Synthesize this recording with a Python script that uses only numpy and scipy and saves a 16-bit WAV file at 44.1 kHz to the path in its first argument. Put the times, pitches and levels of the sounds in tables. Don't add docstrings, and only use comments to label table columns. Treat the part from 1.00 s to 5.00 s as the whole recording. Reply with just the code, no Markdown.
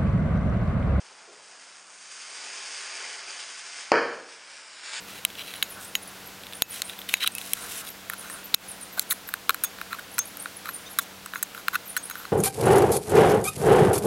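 import sys
import numpy as np
from scipy import signal
from scipy.fft import rfft, irfft
from scipy.io import wavfile
from scipy.ndimage import uniform_filter1d

SR = 44100
rng = np.random.default_rng(int(sys.argv[2]) if len(sys.argv) > 2 else 0)


def generate_wav(sig):
    pcm = np.round(np.clip(np.atleast_2d(sig).T, -1, 1) * 32767).astype(np.int16)
    wavfile.write(sys.argv[1], SR, pcm)


N = 176400
TIME = np.arange(N) / SR
BIN_HZ = np.maximum(np.fft.rfftfreq(N, 1 / SR), 1)
IGNITION_S, REVERB_BUILD_S = 2.9193, 0.0023


def undb(db):
    return 10 ** (np.asarray(db) / 20)

def unit(x):
    return x / np.sqrt(np.mean(x ** 2))

def curve(rows, column=1):
    rows = np.array(rows)
    return np.interp(TIME, rows[:, 0], rows[:, column])

def since(start):
    return np.maximum(TIME - start, 0)

def over_hz(points, hz):
    points = np.array(points)
    return np.interp(np.log(hz), np.log(points[:, 0]), points[:, 1])

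def colour(x, spectrum):
    return unit(irfft(rfft(x) * undb(over_hz(spectrum, BIN_HZ)), N))

def above(x, hz):
    return irfft(rfft(x) / (1 + (hz / BIN_HZ) ** 10), N)

def walk(rate):
    width = int(SR / rate)
    return unit(uniform_filter1d(uniform_filter1d(rng.standard_normal(N), width), width))

def decay(t, t60):
    return 1000. ** (-t / t60)

def in_room(x):
    response = rng.standard_normal(N) * decay(TIME, t60=0.58) * (1 - np.exp(-TIME / REVERB_BUILD_S))
    diffuse = irfft(rfft(x) * rfft(response), N)
    return unit(unit(x) + unit(diffuse))

def large_bubbles(count=1600, per_s=420, median_hz=2202, spread_db=6.5, size=1200):
    out, t = np.zeros(N + size), TIME[:size]
    starts = np.cumsum(rng.exponential(1, count)) / per_s
    for start, (pitch, strength) in zip(starts, rng.standard_normal((count, 2))):
        i, hz = int(start * SR), median_hz * 2 ** (0.258 * pitch)
        if i < N:
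            ring = np.sin(2 * np.pi * hz * t) * decay(t, t60=34 / hz)
            out[i:i + size] += undb(spread_db * min(strength, 2)) * ring
    return unit(above(out[:N], hz=500))

def bubble_shower(spectrum, per_s=9000, spread_db=6.5, sputter_db=1.1):
    bursts = rng.random(N) < per_s / SR
    sizes = undb(spread_db * np.minimum(rng.standard_normal(N), 2.6)) * rng.choice([-1, 1], N)
    shower = colour(bursts * sizes, spectrum) + undb(-18.5) * large_bubbles()
    return in_room(shower * undb(sputter_db * walk(rate=55)))

# f/Hz, level/dB
FIZZ_SPECTRUM = [(40, -62), (110, -40), (250, -19), (450, -8), (650, -9), (900, -4.5), (1250, -4.5),
                 (1600, 0.5), (1950, -3), (2400, -0.5), (3000, -2.5), (3600, -5), (4300, -8), (4600, 0),
                 (5250, -0.5), (5700, -5), (6450, -3.5), (7500, -10.5), (8500, -9.5), (9800, -12.5)]
# t/s, relative fizz level/dB, relative treble level/dB
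REACTION = [(0.0, -53.5, -7), (0.34, -56, -5.5), (0.51, -52.5, -4), (0.53, -54, -5), (0.73, -52.5, -5.5),
            (0.85, -57, -2), (0.89, -55, -1.5), (1.21, -44.5, -6.5), (1.72, -40, -7), (2.04, -40.5, -8.5),
            (2.18, -41.5, -7.5), (2.25, -44, -12.5), (2.3, -40.5, -7.5), (2.62, -45, -7), (2.81, -39.5, -8),
            (2.89, -45, -10)]
# t/s, level/dB
FIZZ_LOW_GAIN = [(.3, 7), (.85, -10), (1.17, -8.5), (1.45, 2.5), (1.75, -3), (2.15, 2.5), (2.6, -4),
                 (2.85, -3)]
# t/s, level/dB
BUBBLE_SURGE = [(1.1, -64), (1.5, -53.5), (2.05, -46), (2.3, -56), (2.88, -56)]

def fizzing():
    shower = bubble_shower(FIZZ_SPECTRUM)
    treble = above(shower, hz=6670)
    lows = shower - above(shower, hz=1000)
    shower = shower + treble * (undb(curve(REACTION, column=2) + 11.5) - 1)
    shower = shower + lows * (undb(curve(FIZZ_LOW_GAIN)) - 1)
    surge = in_room(large_bubbles()) * undb(curve(BUBBLE_SURGE))
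    return shower * undb(curve(REACTION) + 2.5) + surge

# f/Hz, level/dB
AIR_SPECTRUM = [(30, -39), (70, -32), (150, -23), (300, -10.5), (550, -3), (1000, -0.5), (1450, 1),
                (2000, -13.5), (5000, -10), (9800, -25)]
# f/Hz, rms level/dB
HUM_PARTIALS = [(91.5, -91), (188.4, -80), (279.9, -79.5)]

def ventilation(air_db=-56.5):
    air = colour(rng.standard_normal(N), AIR_SPECTRUM) * undb(air_db + .5 * walk(rate=18))
    hum = sum(undb(db) * np.sqrt(2) * np.sin(2 * np.pi * hz * TIME) for hz, db in HUM_PARTIALS)
    return air + hum

# onset t/s, level/dB, centre f/Hz
DULL_BUMPS = [(.268, -47.5, 456), (.36, -74, 145), (.37, -61, 524)]

def bumps(width_octaves=0.49, rise_s=0.017):
    out = 0
    for start, db, hz in DULL_BUMPS:
        t = since(start)
        band = np.exp(-(np.log2(BIN_HZ / hz) / width_octaves) ** 2 / 2)
        body = unit(irfft(rfft(rng.standard_normal(N)) * band, N))
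        out = out + undb(db) * body * (1 - np.exp(-t / rise_s)) * decay(t, t60=0.39)
    return out

# f/Hz, level/dB
CRACK_SPECTRUM = [(60, -40), (500, -5), (1200, -1), (2400, 10), (3100, -5), (3600, -14), (4700, 7),
                  (5800, -10.5), (7000, -11.5), (9800, -18)]

def pop_pulse(at, hz, crack_db, crack_s=0.00075):
    t = TIME - at
    u = (np.pi * hz * t) ** 2
    pulse = (1 - 2 * u) * np.exp(-u)
    crack = colour(rng.standard_normal(N), CRACK_SPECTRUM) * np.exp(-abs(t) / crack_s)
    return undb(-2.5) * pulse + undb(crack_db) * crack

# delay t/s, relative level/dB, centre f/Hz
REFLECTIONS = [(.0037, -7, 744), (.0133, -18, 1400), (.0207, -8, 1420), (.0268, -22, 1490),
               (.0372, -10, 1500), (.0585, -19, 1400)]

def pop():
    echoes = sum(undb(db) * pop_pulse(IGNITION_S + delay, hz, crack_db=-33.5)
                 for delay, db, hz in REFLECTIONS)
    return pop_pulse(IGNITION_S, hz=640, crack_db=-10.5) + echoes

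# f/Hz, level/dB
REVERB_SPECTRUM = [(40, -41), (110, -37), (150, -18.5), (260, -5.5), (340, -3), (520, 3.5), (700, -3),
                   (1150, -2.5), (1750, 1), (2020, -11), (2400, -5.5), (2700, -19.5), (3150, -12),
                   (3450, -40), (3950, -29.5), (4500, -13.5), (5300, -19.5), (5600, -26), (6900, -33),
                   (7600, -40), (9800, -53)]
# f/Hz, T60/s
REVERB_TIMES = [(150, 0.65), (500, 0.67), (1500, 0.57), (4000, 0.73), (9000, 0.35)]

def reverberation(hold_s=0.055):
    spectrum = rfft(colour(rng.standard_normal(N), REVERB_SPECTRUM))
    out = 0
    for octave in range(5, 15):
        band = irfft(spectrum * np.maximum(1 - abs(np.log2(BIN_HZ) - octave), 0), N)
        out = out + band * decay(since(IGNITION_S + hold_s), over_hz(REVERB_TIMES, 2. ** octave))
    return undb(-22) * out * (1 - np.exp(-since(IGNITION_S) / REVERB_BUILD_S))

# f/Hz, level/dB, T60/s
NORMAL_MODES = [(143, -49, 0.72), (218, -37, .35), (268, -38, 0.25), (337.5, -25.5, 0.46), (413, -31, 0.29),
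                (441.5, -14, 0.21), (467.6, -22.5, 0.58), (574, -28.5, 0.49), (788, -33.5, 0.48),
                (864, -30, 0.31), (938, -25.5, 0.51), (1110, -29, 0.6), (1685, -33, 0.63),
                (1784, -29.5, 0.44)]

def room_modes(build_s=0.0094):
    t = since(IGNITION_S)
    ring = sum(undb(db) * np.sin(2 * np.pi * (hz * t + rng.random())) * decay(t, t60)
               for hz, db, t60 in NORMAL_MODES)
    return ring * (1 - np.exp(-t / build_s))

# f/Hz, level/dB
SIZZLE_SPECTRUM = [(40, -52), (110, -33), (250, -23), (450, -11), (1150, -5), (1600, 1), (2000, -2.5),
                   (2400, 0), (3200, -5.5), (4200, -9), (4800, -1), (5400, -1.5), (6100, -5), (6950, -2),
                   (7600, -6.5), (9800, -10)]
# t/s, relative level/dB
SIZZLE_LEVEL = [(3.28, -49), (3.29, -46.5), (3.544, -46), (3.662, -47.5), (3.814, -43), (3.862, -39),
                (3.98, -35.5)]

def burning(notch_start_hz=7940, fall_hz_per_s=2020, flare_hz=3920):
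    level_db = curve(SIZZLE_LEVEL)
    hz, t, frames = signal.stft(bubble_shower(SIZZLE_SPECTRUM), SR, nperseg=512)
    notch_hz = notch_start_hz - fall_hz_per_s * (t - IGNITION_S)
    notch_db = -7 * np.exp(-((hz[:, None] - notch_hz) / 470) ** 2)
    rise_db = np.interp(t, TIME, level_db - level_db[0])
    flare_db = 0.58 * rise_db * np.exp(-((hz[:, None] - flare_hz) / 820) ** 2)
    _, sizzle = signal.istft(frames * undb(notch_db + flare_db), SR, nperseg=512)
    return sizzle[:N] * undb(level_db + 1)

def scene():
    sodium = np.where(TIME > IGNITION_S, burning(), fizzing())
    mono = sodium + pop() + reverberation() + room_modes() + bumps() + ventilation()
    return np.array([mono, mono])

def record(dry, cutoff_hz=9750):
    low_pass = np.clip((cutoff_hz - BIN_HZ) / 150 + .5, 0, 1)
    return irfft(rfft(np.clip(dry, -1, 1)) * low_pass, N)


dry = scene()
out = record(dry)
generate_wav(out)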